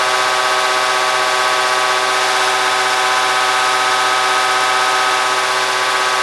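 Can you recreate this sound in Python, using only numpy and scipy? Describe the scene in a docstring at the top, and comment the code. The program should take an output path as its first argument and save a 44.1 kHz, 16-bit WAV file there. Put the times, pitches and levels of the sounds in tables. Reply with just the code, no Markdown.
"""Diesel injection pump on a test bench

An eight-plunger pump turns at about 950 rpm in a workshop. Its knocks repeat every turn: sines at the
shaft's orders make a loud, throbbing whine and clatter. Shaped noise gives oil hiss, needle ticks and rumble.
The operator steps aside and back before the microphone, which shifts the weight between the partials.
A feed pump and bench motor drone behind as steady sines."""
import sys
import numpy as np
from scipy.fft import rfft, irfft, next_fast_len
from scipy.io import wavfile
from scipy.ndimage import map_coordinates

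SR = 44100
rng = np.random.default_rng(int(sys.argv[2]) if len(sys.argv) > 2 else 0)


def to_wav(sig):
    """Store sig (one row per channel, or 1-D mono) as 16-bit WAV at the path in sys.argv[1].

    Samples outside -1..1 are clipped; the rate is SR.
    """
    pcm = np.clip(np.atleast_2d(sig), -1, 1) * 32767
    pcm = np.round(pcm).astype(np.int16)
    wavfile.write(sys.argv[1], SR, pcm.T)  # frames by channels


N = 274302

SHAFT_HZ = 15.8455  # mean turns per second
PLUNGERS = 8

# the whine, one row per harmonic of the injection rate from the first up, before waver and shadows:
# [rms level with the operator in front/dB, rms level with him aside/dB]
WHINE_LEVELS = [(-49.5, -49), (-51.5, -49.5), (-31.5, -32), (-36, -37), (-27, -31.5), (-29, -25),
                (-33.5, -30), (-27, -27), (-24.5, -27.5), (-25.5, -21.5), (-46, -35.5), (-45, -27.5),
                (-39.5, -33.5), (-40.5, -36.5), (-34, -45), (-33.5, -36.5), (-44, -38.5), (-36, -33),
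                (-43.5, -46), (-40, -41.5), (-42, -36)]


def amp(db):
    """Gain of a level in dB."""
    return np.exp(np.asarray(db) * np.log(10) / 20)


def unit(x):
    """x scaled to an rms of 1."""
    return x / np.sqrt(np.mean(x ** 2) + 1e-20)


def along(points, hz):
    """Value at hz between (f/Hz, value) points, on a log frequency axis."""
    f, value = np.transpose(points)
    return np.interp(np.log(hz + 1), np.log(f), value)


def curves(rows):
    """One value per sample for each column after the time."""
    s, *columns = np.transpose(rows)
    t = np.arange(N) / SR
    return [np.interp(t, s, column) for column in columns]


def wobble(rate, size=64):
    """A smooth random curve with rate knots a second, worked out every size samples."""
    coarse = np.arange(0, N + size, size)
    knots = rng.standard_normal(int(N * rate / SR) + 4)
    curve = map_coordinates(knots, [coarse * rate / SR])
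    return np.interp(np.arange(N), coarse, curve)


def filtered(x, response):
    """x with its spectrum multiplied by a response of frequency."""
    m = next_fast_len(N + SR // 2)  # room for the ringing to run out
    spectrum = rfft(x, m) * response(np.fft.rfftfreq(m, 1 / SR))
    return irfft(spectrum, m)[:N]


def noise(spectrum):
    """Coloured noise of rms 1."""
    return unit(filtered(rng.standard_normal(N), lambda hz: amp(along(spectrum, hz))))


def shaft():
    """Turns of the camshaft; the speed governor hunts very slightly."""
    t = np.arange(N) / SR
    hunting_hz = .006 * np.sin(2 * np.pi * 1.35 * t) + .003 * wobble(5)
    return np.cumsum(SHAFT_HZ + hunting_hz) / SR


def one_turn(heavy_db, heavy_at, unlike, ring_s, size=8192):
    """Order spectrum of one turn: eight alike knocks, each a little its own, heavier on one side of the cam."""
    t = np.arange(size) / size / SHAFT_HZ

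    def ring():
        return rng.standard_normal(size) * np.exp(-t / ring_s)

    common = ring()
    turn = np.zeros(size)
    for angle in np.arange(PLUNGERS) / PLUNGERS:  # in turns
        weight = amp(heavy_db * np.cos(2 * np.pi * angle))
        knock = weight * (common + unlike * ring())
        turn += np.roll(knock, int(size * (heavy_at + angle)))
    return rfft(turn)


def order_timing(throb_lo_hz=980, throb_hi_hz=1800):
    """Phase of each shaft order; the bench's middle resonances swell once a turn, the rest knock evenly."""
    even = one_turn(heavy_db=0, heavy_at=.3, unlike=.6, ring_s=.004)
    throbbing = one_turn(heavy_db=6, heavy_at=.28, unlike=.2, ring_s=.0025)
    hz = np.arange(len(even)) * SHAFT_HZ
    in_band = (hz > throb_lo_hz) & (hz < throb_hi_hz)
    return np.angle(np.where(in_band, throbbing, even))


def housing_db(hz):
    """How far the resonances of housing and bench lift each frequency, as flat-topped bumps in dB."""
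    # resonances of pump housing and bench: [centre f/Hz, width at half the lift/Hz, lift/dB]
    resonances = [(315, 38, 5.5), (393, 43, 9.5), (595, 26, 5.5), (860, 66, 3), (1124, 12, 5),
                  (1380, 47, -0.5), (1560, 37, -1.5), (1680, 52, -2), (1980, 90, -2), (2300, 27, 0.5),
                  (2340, 53, 4), (2780, 79, 2.5), (3510, 160, 4), (3817, 100, 3.5)]
    return sum(db / (1 + (2 * (hz - centre) / width) ** 4) for centre, width, db in resonances)


def whine(turns, aside, harmonics, phase, waver_db=0.34, stir_db=.8):
    """Injection-rate harmonics glide between their front and aside levels, less steady in between."""
    # dips and swells as the operator walks past and leans back in:
    # [t/s, fade/s, centre f/Hz, width/Hz, depth/dB (below 0 it swells)]
    shadows = [(2.15, 0.14, 820, 225, 3.5), (2.45, .45, 380, 120, -2.5), (2.5, .3, 1140, 120, 7),
               (2.9, 0.53, 1270, 100, 3.5), (3.15, .15, 1020, 100, -4), (5.65, .2, 1260, 200, 5),
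               (5.7, 0.37, 760, 110, 16), (5.95, 0.43, 647, 150, 5.5), (5.9, .3, 1650, 120, -9)]
    t = np.arange(N) / SR
    s, fade, centre_hz, width_hz, depth_db = np.transpose(shadows)
    passing = np.exp(-((t - s[:, None]) / fade[:, None]) ** 2)  # each shadow is a bell in time and in pitch
    unsteady_db = waver_db + stir_db * np.sin(np.pi * aside)
    tone = np.zeros(N)
    for k, (front_db, aside_db) in zip(harmonics, WHINE_LEVELS):
        shade_db = depth_db * np.exp(-(2 * (k * SHAFT_HZ - centre_hz) / width_hz) ** 2)
        stance_db = front_db + aside * (aside_db - front_db)
        db = stance_db - shade_db @ passing + unsteady_db * wobble(10)
        tone += np.sqrt(2) * amp(db) * np.cos(2 * np.pi * k * turns + phase[k])
    return tone


def pump(turns, aside, level_db, injection_db=6.5, scatter_db=3.0, shadow_db=3.5):
    """The knocks time every shaft order; the housing and the path to the microphone set its strength."""
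    # sidebands of the uneven plungers that stand out, before the clatter's overall level:
    # [shaft order, rms level with the operator in front/dB, rms level with him aside/dB]
    sidebands = [(14, -55, -60), (35, -37, -39), (47, -33, -33), (49, -40, -38), (55, -37, -37),
                 (57, -34, -34), (69, -35, -37), (70, -36, -36), (71, -37, -39), (74, -37, -40),
                 (81, -38, -35), (94, -35, -37), (95, -34, -35), (97, -33, -37), (98, -29, -32),
                 (99, -37, -38), (105, -33, -34), (109, -39, -34)]
    # remaining shaft orders, before housing, scatter and overall level: [f/Hz, rms level of each/dB]
    clatter_levels = [(40, -72), (80, -81), (150, -64.5), (195, -71), (260, -57), (480, -51.5),
                      (700, -51.5), (820, -42), (970, -54.5), (1250, -56), (1420, -44.5), (1620, -45),
                      (1900, -48), (2200, -48.5), (3600, -49.5), (4600, -53), (6500, -62), (12000, -78)]
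    # scatter of the orders' timing by echoes: [operator in front/(rad/kHz), aside/(rad/kHz)]
    echo_smear = (.27, .65)
    phase = order_timing()
    order = np.arange(len(phase))
    hz = order * SHAFT_HZ
    harmonics = PLUNGERS * np.arange(1, len(WHINE_LEVELS) + 1)

    def spread():
        return np.clip(rng.standard_normal(len(order)), -2, 1)

    order_db = along(clatter_levels, hz) + housing_db(hz) + scatter_db * spread()
    order_db = order_db + injection_db * (order % PLUNGERS == 0)  # here the knocks add in step
    khz = np.minimum(hz / 1000, 2)  # the scatter grows no further above 2 kHz
    named, *stances = np.transpose(sidebands)
    clatter = np.zeros(N)
    for named_db, smear, share in zip(stances, echo_smear, (1 - aside, aside)):
        gain = amp(order_db + shadow_db * spread())  # his body shades each order differently
        gain[np.round(named).astype(int)] = amp(named_db)
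        gain[0] = gain[harmonics] = 0  # the whine carries the harmonics
        arrival = phase + smear * khz * rng.standard_normal(len(order))  # short waves scatter most
        cycle = irfft(gain * np.exp(1j * arrival)) * np.sqrt(2) * len(order)
        clatter += share * map_coordinates(cycle, [turns % 1 * len(cycle)], mode="grid-wrap")
    return whine(turns, aside, harmonics, phase) + amp(level_db - 0.61) * clatter


def spray(turns, pulse_db=2.0, flutter_db=0.67):
    """Oil hisses through lines and nozzles, swelling at each injection and ringing the housing."""
    # oil spray and rattle that never repeat, before the housing: [f/Hz, relative level per Hz/dB]
    oil_spectrum = [(100, -35), (195, -28), (270, -11), (500, -17.5), (850, 0), (1650, 6), (2200, -1),
                    (3700, -3), (5300, -2), (7000, -7.5), (8700, -11), (10300, -13.5), (11300, -17.5),
                    (12500, -23)]
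    swell_db = pulse_db * np.cos(2 * np.pi * PLUNGERS * turns) + flutter_db * wobble(60)
    hiss = amp(swell_db) * noise(oil_spectrum)
    return amp(-23.5) * unit(filtered(hiss, lambda hz: amp(housing_db(hz))))


def needles(turns, ring_hz=9550, width_hz=340, fade_db=12, uneven_db=2):
    """Each nozzle needle snaps shut with a thin, high tick of its own strength: fading noise rings steel."""
    beat = turns * PLUNGERS
    size_db = uneven_db * rng.standard_normal(PLUNGERS)[beat.astype(int) % PLUNGERS]
    ticks = rng.standard_normal(N) * amp(size_db - fade_db * (beat % 1))  # fade_db per beat

    def steel(hz):
        damping = 1j * hz * width_hz
        return damping / (ring_hz ** 2 - hz ** 2 + damping)

    return amp(-40) * unit(filtered(ticks, steel))


def feed_pump(waver_db=2.2, drift=0.65):
    """Steady gear and motor tones, unrelated to the camshaft, wavering in level and phase (drift in rad)."""
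    # feed pump and bench motor, before the waver: [f/Hz, rms level/dB]
    steady_tones = [(297.4, -52), (375.5, -45), (545.1, -43), (594.2, -49), (817.6, -35.5), (1023.5, -47),
                    (1090.1, -37), (2180.2, -47)]
    t = np.arange(N) / SR
    drone = np.zeros(N)
    for hz, db in steady_tones:
        level = np.sqrt(2) * amp(db + waver_db * wobble(2.2))
        angle = 2 * np.pi * (hz * t + rng.random()) + drift * wobble(4.28)
        drone += level * np.sin(angle)
    return drone


def rumble():
    """The workshop's low rumble: steady noise, mostly bass."""
    # workshop background: [f/Hz, relative level per Hz/dB]
    room_spectrum = [(20, -18), (33, -9), (44, 5), (62, -8), (110, 6), (165, -2), (195, -23), (500, -23),
                     (2000, -70)]
    return amp(-55.5) * noise(room_spectrum)


def scene():
    """Pump, nozzles and feed pump over the workshop's rumble."""
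    # the operator's place and the overall level: [t/s, place (0 in front of the pump .. 1 aside), # level of
    # clatter and hiss before each one's own trim/dB: a brief swell, a sudden drop, then nearly steady]
    stance = [(0, 0.11, 0.5), (1.95, 0, 0.5), (2.25, 0.63, 1), (2.45, 0.69, 2), (2.53, 0.85, 0.1),
              (3, 1, -0.37), (4, 1, -0.3), (5.15, 1, -0.6), (5.55, 0.12, 0.5), (6.22, 0.12, 0.2)]
    turns = shaft()
    aside, level_db = curves(stance)
    aside = np.clip(aside, 0, 1)
    nozzle_gain = amp(level_db + 1.54 * aside + 0.1)  # a body screens the treble most
    nozzles = nozzle_gain * (spray(turns) + needles(turns))
    bench = pump(turns, aside, level_db) + nozzles + feed_pump()
    return (bench + rumble())[None]


def record(dry, top_hz=12560):
    """The microphone's recorder keeps nothing above its band limit."""
    return filtered(dry[0], lambda hz: hz < top_hz)[None]


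dry = scene()
out = record(dry)
to_wav(out)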